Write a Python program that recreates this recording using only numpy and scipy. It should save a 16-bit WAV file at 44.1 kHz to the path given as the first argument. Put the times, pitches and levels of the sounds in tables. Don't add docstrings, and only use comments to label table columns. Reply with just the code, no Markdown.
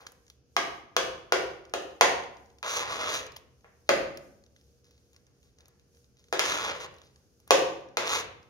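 import sys
import numpy as np
from scipy import signal
from scipy.io import wavfile

SR = 44100
rng = np.random.default_rng(int(sys.argv[2]) if len(sys.argv) > 2 else 0)


def amplitude_ratio(level_db):
    exponent = np.asarray(level_db, float) / 20
    return 10 ** exponent


def wav_record(signal):
    frames = np.transpose(np.atleast_2d(signal))
    bounded = np.clip(frames, -1, 1)
    quanta = np.round(bounded * 32767).astype(np.int16)
    wavfile.write(sys.argv[1], SR, quanta)


N = 374409

# f/Hz, level/dB, t60/s
POT_MODES = [(355, -4, 0.17), (387, -10.5, 0.048), (537, -1, 0.81), (526.3, 5.5, 0.47), (672, 11.5, 0.093),
             (581, 1, 0.073), (750, -20.5, .05), (855, -7.5, 0.14), (1034, 1.5, 0.57), (1171, 9, 0.042),
             (1253, 17.5, 0.022), (1424, 12, 0.027), (1660, 6, 0.03), (1914, -3, 0.03), (2072, -1.5, 0.17),
             (2415, -9.5, .1), (3155, -18, .06), (3400, 6.5, 0.14), (3830, -10.5, .04)]
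# t/s, peak/dB, f/Hz, breadth (snap and body re peak)/dB
WET_SMACKS = [(0.0658, -40.5, 5130, -25), (0.068, -40, 1410, -25), (0.119, -55.5, 6600, -1),
              (0.3001, -47, 6000, -19), (1.652, -54, 3240, -30), (1.696, -60, 6170, -21),
              (2.2368, -48, 3200, -32), (2.501, -63, 6670, -27), (2.585, -55, 6120, -32),
              (3.265, -43, 6350, -17), (3.3199, -49.5, 5200, -17.5), (3.3662, -41, 2930, -10),
              (3.3628, -43, 4500, -30), (4.1727, -40, 4460, -14), (4.438, -61, 6380, -26.5),
              (4.563, -56.5, 5420, -32), (4.8435, -62, 6280, -16), (4.909, -58.5, 6240, -15.5),
              (5.1312, -61, 6650, -11), (5.1627, -53, 5550, -30), (5.5857, -57.5, 6240, -21.5),
              (5.606, -55, 5730, -24.5), (5.6566, -56.5, 5850, -19), (5.682, -58, 6040, 0),
              (6.9406, -55, 5990, -31.5), (6.984, -56, 5440, -16), (7.0166, -53.5, 3370, -29),
              (7.401, -61, 5640, -7.5), (7.4765, -49, 1220, -7.5), (8.4287, -59, 5530, -27)]


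def rms_one(x):
    return x / np.sqrt(np.mean(x ** 2) + 1e-20)


def at_hz(points, hz):
    table_hz, values = np.array(points).T
    return np.interp(np.log(hz), np.log(table_hz), values)


def in_time(tables):
    t = np.arange(N) / SR
    out = np.zeros((2, N)) + [[-150], [0]]
    for rows in tables:
        s, *columns = np.transpose(rows)
        inside = (t >= s[0]) & (t <= s[-1])
        out[:, inside] = [np.interp(t[inside], s, c) for c in columns]
    return out


def filtered(sos, x):
    return signal.sosfilt(sos, x)


def band(x, low_hz, high_hz):
    limits_hz = [low_hz, np.clip(high_hz, 1.2 * low_hz, .45 * SR)]
    return filtered(signal.butter(2, limits_hz, "band", fs=SR, output="sos"), x)


def high_pass(x, order, hz):
    return filtered(signal.butter(order, hz, "high", fs=SR, output="sos"), x)


def ring(x, hz, t60):
    r, w = amplitude_ratio(-60 / (t60 * SR)), 2 * np.pi * hz / SR
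    return signal.lfilter([0, np.sin(w)], [1, -2 * r * np.cos(w), r * r], x + 1e-18)


def grains(per_s, spread_db):
    sizes = amplitude_ratio(spread_db * np.minimum(rng.exponential(1, N), 5))
    signs = rng.choice([-1, 1], N)
    return sizes * signs * (rng.random(N) < per_s / SR)


def drift(per_s):
    steps = rng.standard_normal(400)
    return np.interp(np.arange(N) / SR * per_s % 399, np.arange(400), steps)


def swells(rows):
    attack_s = .012
    out, t = np.zeros(N + SR), np.arange(SR) / SR
    for s, db, t60 in rows:
        start = round(max(s, 0) * SR)
        out[start:][:SR] += np.minimum(t / attack_s, 1) * amplitude_ratio(db - 60 * t / t60)
    return out[:N]


def diffuse(size, gain_at):
    # f/Hz, left-right likeness/1
    likeness = [(30, .6), (70, 0.81), (150, 0.42), (300, 1), (600, 0.18), (1200, 0.2), (2500, 0.0092),
                (16000, .01)]
    edges_hz = 25 * 2 ** np.arange(0, 10, .5)
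    white, out = rng.standard_normal((2, 2, size)), 0
    for k, (low, high) in enumerate(zip(edges_hz, edges_hz[1:])):
        mid, side = band(white[k % 2], low, high)
        hz = np.sqrt(low * high)
        alike = np.clip(at_hz(likeness, hz), -1, 1)
        stereo = np.sqrt(1 + alike) * mid + np.sqrt(1 - alike) * side * [[1], [-1]]
        out = out + gain_at(hz) * stereo
    return out


def hum():
    # f/Hz, level/dB
    hum_spectrum = [(15, -37), (25, -21), (70, 5), (373, -8), (476, -8.5), (531, -4.5), (887, -32.5),
                    (1330, -20), (1790, -48), (2760, -22.5), (3620, -42), (6560, -12), (7510, -49.5),
                    (11600, -40), (16000, -65.5)]
    # f/Hz, rms level/dB
    hum_tones = [(70.0, -70.5), (129.2, -75), (215.3, -100), (414.5, -82), (473.7, -74)]
    noise = amplitude_ratio(-67) * rms_one(diffuse(N, lambda hz: amplitude_ratio(at_hz(hum_spectrum, hz))))
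    tones = sum(amplitude_ratio(db) * rms_one(ring(rng.standard_normal(N), hz, .7)) for hz, db in hum_tones)
    hiss = amplitude_ratio(-70.0 + 4.9 * drift(9.2)) * band(rng.standard_normal((2, N)), 5000, 13500)
    return noise + tones + hiss


def kitchen(x):
    # f/Hz, t60/s
    room_t60 = [(150, 1.4), (400, 0.66), (1040, 0.64), (2760, 0.54), (7280, 0.43)]
    # f/Hz, level/dB
    room_colour = [(58, 7.5), (125, 2.5), (270, 0.5), (480, 2), (770, -3.04), (1250, -6.7), (2000, -2),
                   (3400, -1.2), (6000, -4.9), (9200, -1.5), (14800, -13.5)]
    first_s, build_s = .002, 0.00057
    t = np.arange(SR) / SR
    tail = diffuse(SR, lambda hz: amplitude_ratio(at_hz(room_colour, hz) - 60 * t / at_hz(room_t60, hz)))
    tail = tail * np.clip((t - first_s) / build_s, 0, 1)
    return signal.fftconvolve(rms_one(tail) / np.sqrt(SR), x[None], axes=1)[:, :N]


def mash():
    # t/s, crackle
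    # level/dB, slosh level/dB, t60/s
    folds = [(0.0, -48.5, -35.5, 0.15), (2.49, -68, -87.5, 0.13), (3.38, -61.5, -89, 0.13),
             (3.638, -97, -41, 0.11), (3.86, -62.5, -71, 0.27), (4.55, -71.5, -101.5, 1),
             (4.84, -64.5, -73.5, 0.79), (5.13, -73, -68.5, 0.33), (5.26, -80.5, -73, 0.38),
             (5.431, -65, -75.5, 0.4), (5.58, -73.5, -62, 0.54), (5.7, -76.5, -70.5, 0.188),
             (5.93, -74, -77, .5), (6.17, -62.5, -78, 0.55), (6.9, -63.5, -81, 0.54),
             (7.03, -58, -82, 0.35), (7.16, -77, -68.5, .3), (7.4, -77.5, -73.5, 0.41),
             (7.47, -62, -54, 0.46)]
    trail_db, trail_s = -8.5, 0.078
    rest_crackle_db, rest_slosh_db = -86, -94
    trails = [(s, db + trail_db, trail_s) for s, db, *_ in WET_SMACKS]
    crackling = swells([(s, db, t60) for s, db, _, t60 in folds] + trails)
    crackling = crackling + amplitude_ratio(rest_crackle_db + 4 * drift(27))
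    slopping = swells([(s, db, t60) for s, _, db, t60 in folds])
    slopping = slopping + amplitude_ratio(rest_slosh_db + 5 * drift(15))
    pops, dealt = grains(per_s=1800, spread_db=0.5), rng.integers(0, 10, N)
    pitches_hz = np.geomspace(3800, 15000, 10)
    crackle = rms_one(sum(ring(pops * (dealt == k), hz, 8.2 / hz) for k, hz in enumerate(pitches_hz)))
    slosh = rms_one(band(band(grains(per_s=640, spread_db=4.0), 500, 1900), 300, 3100))
    return amplitude_ratio(-3.0) * crackling * crackle, amplitude_ratio(-9) * slopping * slosh


def smacks():
    crumb_times = [0.098, 0.266, .28, 1.909, 2.369, 2.459, 3.608, 4.463, 4.612, 4.867, 4.978, 5.144, 5.266,
                   5.429, 5.796, 5.948, 5.97, 6.043, 6.169, 6.194, 6.241, 6.284, 6.965, 7.069, 7.159, 7.808,
                   7.887]
    crumb_db, crumb_hz, crumb_breadth_db = -62, 6200, -27
    out, t = np.zeros(N + SR), np.arange(SR // 40) / SR
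    crumbs = []
    for s in crumb_times:
        a, b, c = rng.standard_normal(3)
        crumbs.append((s, crumb_db + 2.5 * a, crumb_hz * (1 + .06 * b), crumb_breadth_db + 5 * c))
    for s, peak_db, hz, breadth_db in WET_SMACKS + crumbs:
        burst = rng.standard_normal(len(t)) * amplitude_ratio(-60 * t / 0.018)
        pocket = np.sin(2 * np.pi * hz * t) * amplitude_ratio(-60 * t / 0.0051)
        pocket = pocket + 1.4 * band(burst, 1507, 8400)
        snap_and_body = band(burst, 6300, 15000) + amplitude_ratio(-4) * band(burst, 700, 1800)
        snap_and_body = amplitude_ratio(min(breadth_db, -4) + 14) * snap_and_body
        out[round(s * SR):][:len(t)] += amplitude_ratio(peak_db + 7.0) * (pocket + snap_and_body)
    return out[:N]


def scrape():
    # t/s, pressure/dB, mash cushion/1
    drags = [
        [(2.635, -41.5, 0.33), (2.70, -40, 0), (2.77, -36, 0), (2.872, -39.5, 0.33), (2.918, -39, 0.14),
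         (2.966, -41.5, 0.17), (3.04, -37, 0.24), (3.152, -38.5, 0), (3.28, -58.5, 0.14)],
        [(6.335, -35.5, 0.14), (6.387, -41, 0.5), (6.4, -39, 0.9), (6.451, -34.5, 0.07), (6.651, -38, 0.17),
         (6.717, -36, 0.35), (6.787, -54.5, 0.12), (6.81, -47, .05), (6.865, -47, 0.19)],
        [(7.985, -40, 0.5), (8.057, -39, .3), (8.075, -38, 0.05), (8.153, -32.5, 0.05), (8.191, -36.5, 0.04),
         (8.3, -69.5, 0.26)],
    ]
    bare_rasp_db, cushion_db = 4.5, 50.5
    chatter_db, chatter_per_s = 1.2, 45
    pressure_db, cushion = in_time(drags)
    wall_db = pressure_db + chatter_db * drift(chatter_per_s)
    rasp_db = wall_db + bare_rasp_db - cushion_db * np.clip(cushion, 0, 1)
    slips = grains(per_s=7500, spread_db=5.0)

    rings = sum(amplitude_ratio(db + 3.2 * drift(7)) * rms_one(ring(slips, hz, .5 * t60))
                for hz, db, t60 in POT_MODES)
    wall = band(amplitude_ratio(-2.0) * rms_one(rings) + rms_one(band(slips, 368, 2800)), 390, 7600)
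    wall = wall + amplitude_ratio(-22.5) * rms_one(band(slips, 60.2, 190))

    own = np.array([grains(per_s=2900, spread_db=3.0), grains(per_s=6000, spread_db=2.0)])
    fine = slips + 2.0 * own
    rasp = amplitude_ratio(-9.5) * rms_one(band(fine, 6750, 21000)) - rms_one(band(fine, 1600, 8400))
    spoon = sum(amplitude_ratio(-12 + 4.3 * drift(8.9)) * rms_one(band(fine, hz, 1.246 * hz)) for hz in (3400, 5400))
    return amplitude_ratio(wall_db - 0.5) * wall, amplitude_ratio(rasp_db - 1.5) * (rasp - spoon)


def knocks():
    # t/s, thud/dB, clang/dB, tick/dB, favoured wall mode f/Hz
    blows = [(0.5651, -24.5, -19, -27, 615), (0.965, -26, -21, -24, 520),
             (1.3218, -23.5, -18.5, -25.5, 477), (1.737, -28.5, -31.5, -32.5, 590),
             (2.0095, -16, -12, -18.5, 481.5), (2.628, -46, -34, -41.5, 664),
             (3.8906, -16.5, -18.5, -25, 480.5), (6.326, -25, -29.5, -33, 484),
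             (6.393, -38, -24, -22.5, 598), (7.5065, -14.5, -14.5, -18, 496), (7.97, -22, -24, -27.5, 480)]
    # low f/Hz, high f/Hz
    knock_bands = [(300, 800), (800, 2300), (2300, 7300), (7300, 18000)]
    # f/Hz, level/dB, t60/s
    grate = [(83, -31, .21), (128.1, -26.5, 0.48), (168, -29, 0.13), (237, -24, .1)]
    favour_db, favour_width = 6, .08
    load_detune, strike_spread_db = .01, 1.8
    bloom_s, longest_ring_s, most_cycles = 0.00075, .11, 80
    bounce_s, bounce_db, bounce_hz = .0095, -9, 1100
    landing = 40
    out, t = np.zeros(N + SR), np.arange(SR // 4) / SR
    tuned_hz, mode_db, t60 = np.transpose(grate + POT_MODES)[:, :, None]
    ring_s = np.minimum(t60, longest_ring_s)
    centres_hz = np.sqrt(np.prod(knock_bands, axis=1))
    since = np.maximum(t - landing / SR, 0)
    for s, *colour_db, favoured_hz in blows:
        hz = tuned_hz * (1 + load_detune * rng.standard_normal(tuned_hz.shape))
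        favour = favour_db * np.exp(-(np.log(tuned_hz / favoured_hz) / favour_width) ** 2)
        strength_db = mode_db + favour + at_hz(list(zip(centres_hz, colour_db)), hz) - 15.5
        strength_db = strength_db + strike_spread_db * rng.standard_normal(hz.shape)
        phase = rng.uniform(0, 2 * np.pi, hz.shape)
        decay = amplitude_ratio(-60 * since / np.minimum(ring_s, most_cycles / hz))
        modes = (amplitude_ratio(strength_db) * decay * np.sin(2 * np.pi * hz * since + phase)).sum(axis=0)
        modes = high_pass(modes * np.minimum(since / bloom_s, 1), 1, 60)

        graze = amplitude_ratio(-27.5) * rng.standard_normal(len(t)) * amplitude_ratio(-60 * t / 0.03)
        contact = graze - (np.arange(len(t)) == landing)
        parts = [band(contact, low, high) for low, high in knock_bands]
        lift_db = np.append(colour_db, colour_db[-1]) + [4.2, 10.38, 17.1, 14.6]
        crack = sum(sign * amplitude_ratio(db) * x / np.abs(x).max()
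                    for sign, db, x in zip([1, -1, 1, -1], lift_db, parts))
        crack = high_pass(crack, 4, 330)
        bounce = amplitude_ratio(bounce_db) * band(crack, 250, bounce_hz)
        bounce_at_s = s + bounce_s * rng.uniform(.85, 1.15)
        out[round(bounce_at_s * SR):][:len(t)] += bounce
        out[round(s * SR):][:len(t)] += modes + crack
    return out[:N]


def scene():
    right_late_s = .00018
    (wall, rasp), (crackle, slosh), blows = scrape(), mash(), knocks()
    crackle = crackle + smacks()
    left, right = blows + wall + rasp + slosh + crackle
    late = np.concatenate([np.zeros(round(right_late_s * SR)), right])[:N]
    to_walls = amplitude_ratio(-.7) * blows + amplitude_ratio(-6.5) * wall + amplitude_ratio(-16) * rasp
    to_walls = to_walls + amplitude_ratio(1.5) * slosh + amplitude_ratio(-16.5) * crackle
    return np.array([left, late]) + kitchen(to_walls[0]) + hum()


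def roll_off(x):
    return signal.sosfilt(signal.butter(12, 16800, fs=SR, output="sos"), x)


def record(dry):
    edge_hz, top_hz, top_db, rumble_hz = 6900, 7900, -8, 43
    low = filtered(signal.ellip(8, .5, 50, edge_hz, fs=SR, output="sos"), dry)
    high = high_pass(dry, 6, top_hz)
    heard = high_pass(low + amplitude_ratio(top_db) * high, 3, rumble_hz)
    heard = filtered(signal.cheby2(16, 80, 16800, fs=SR, output="sos"), heard)
    ceiling = .96
    rounded = heard / (1 + (heard / ceiling) ** 6) ** (1 / 6)
    return roll_off(rounded)


dry = scene()
out = record(dry)
wav_record(out)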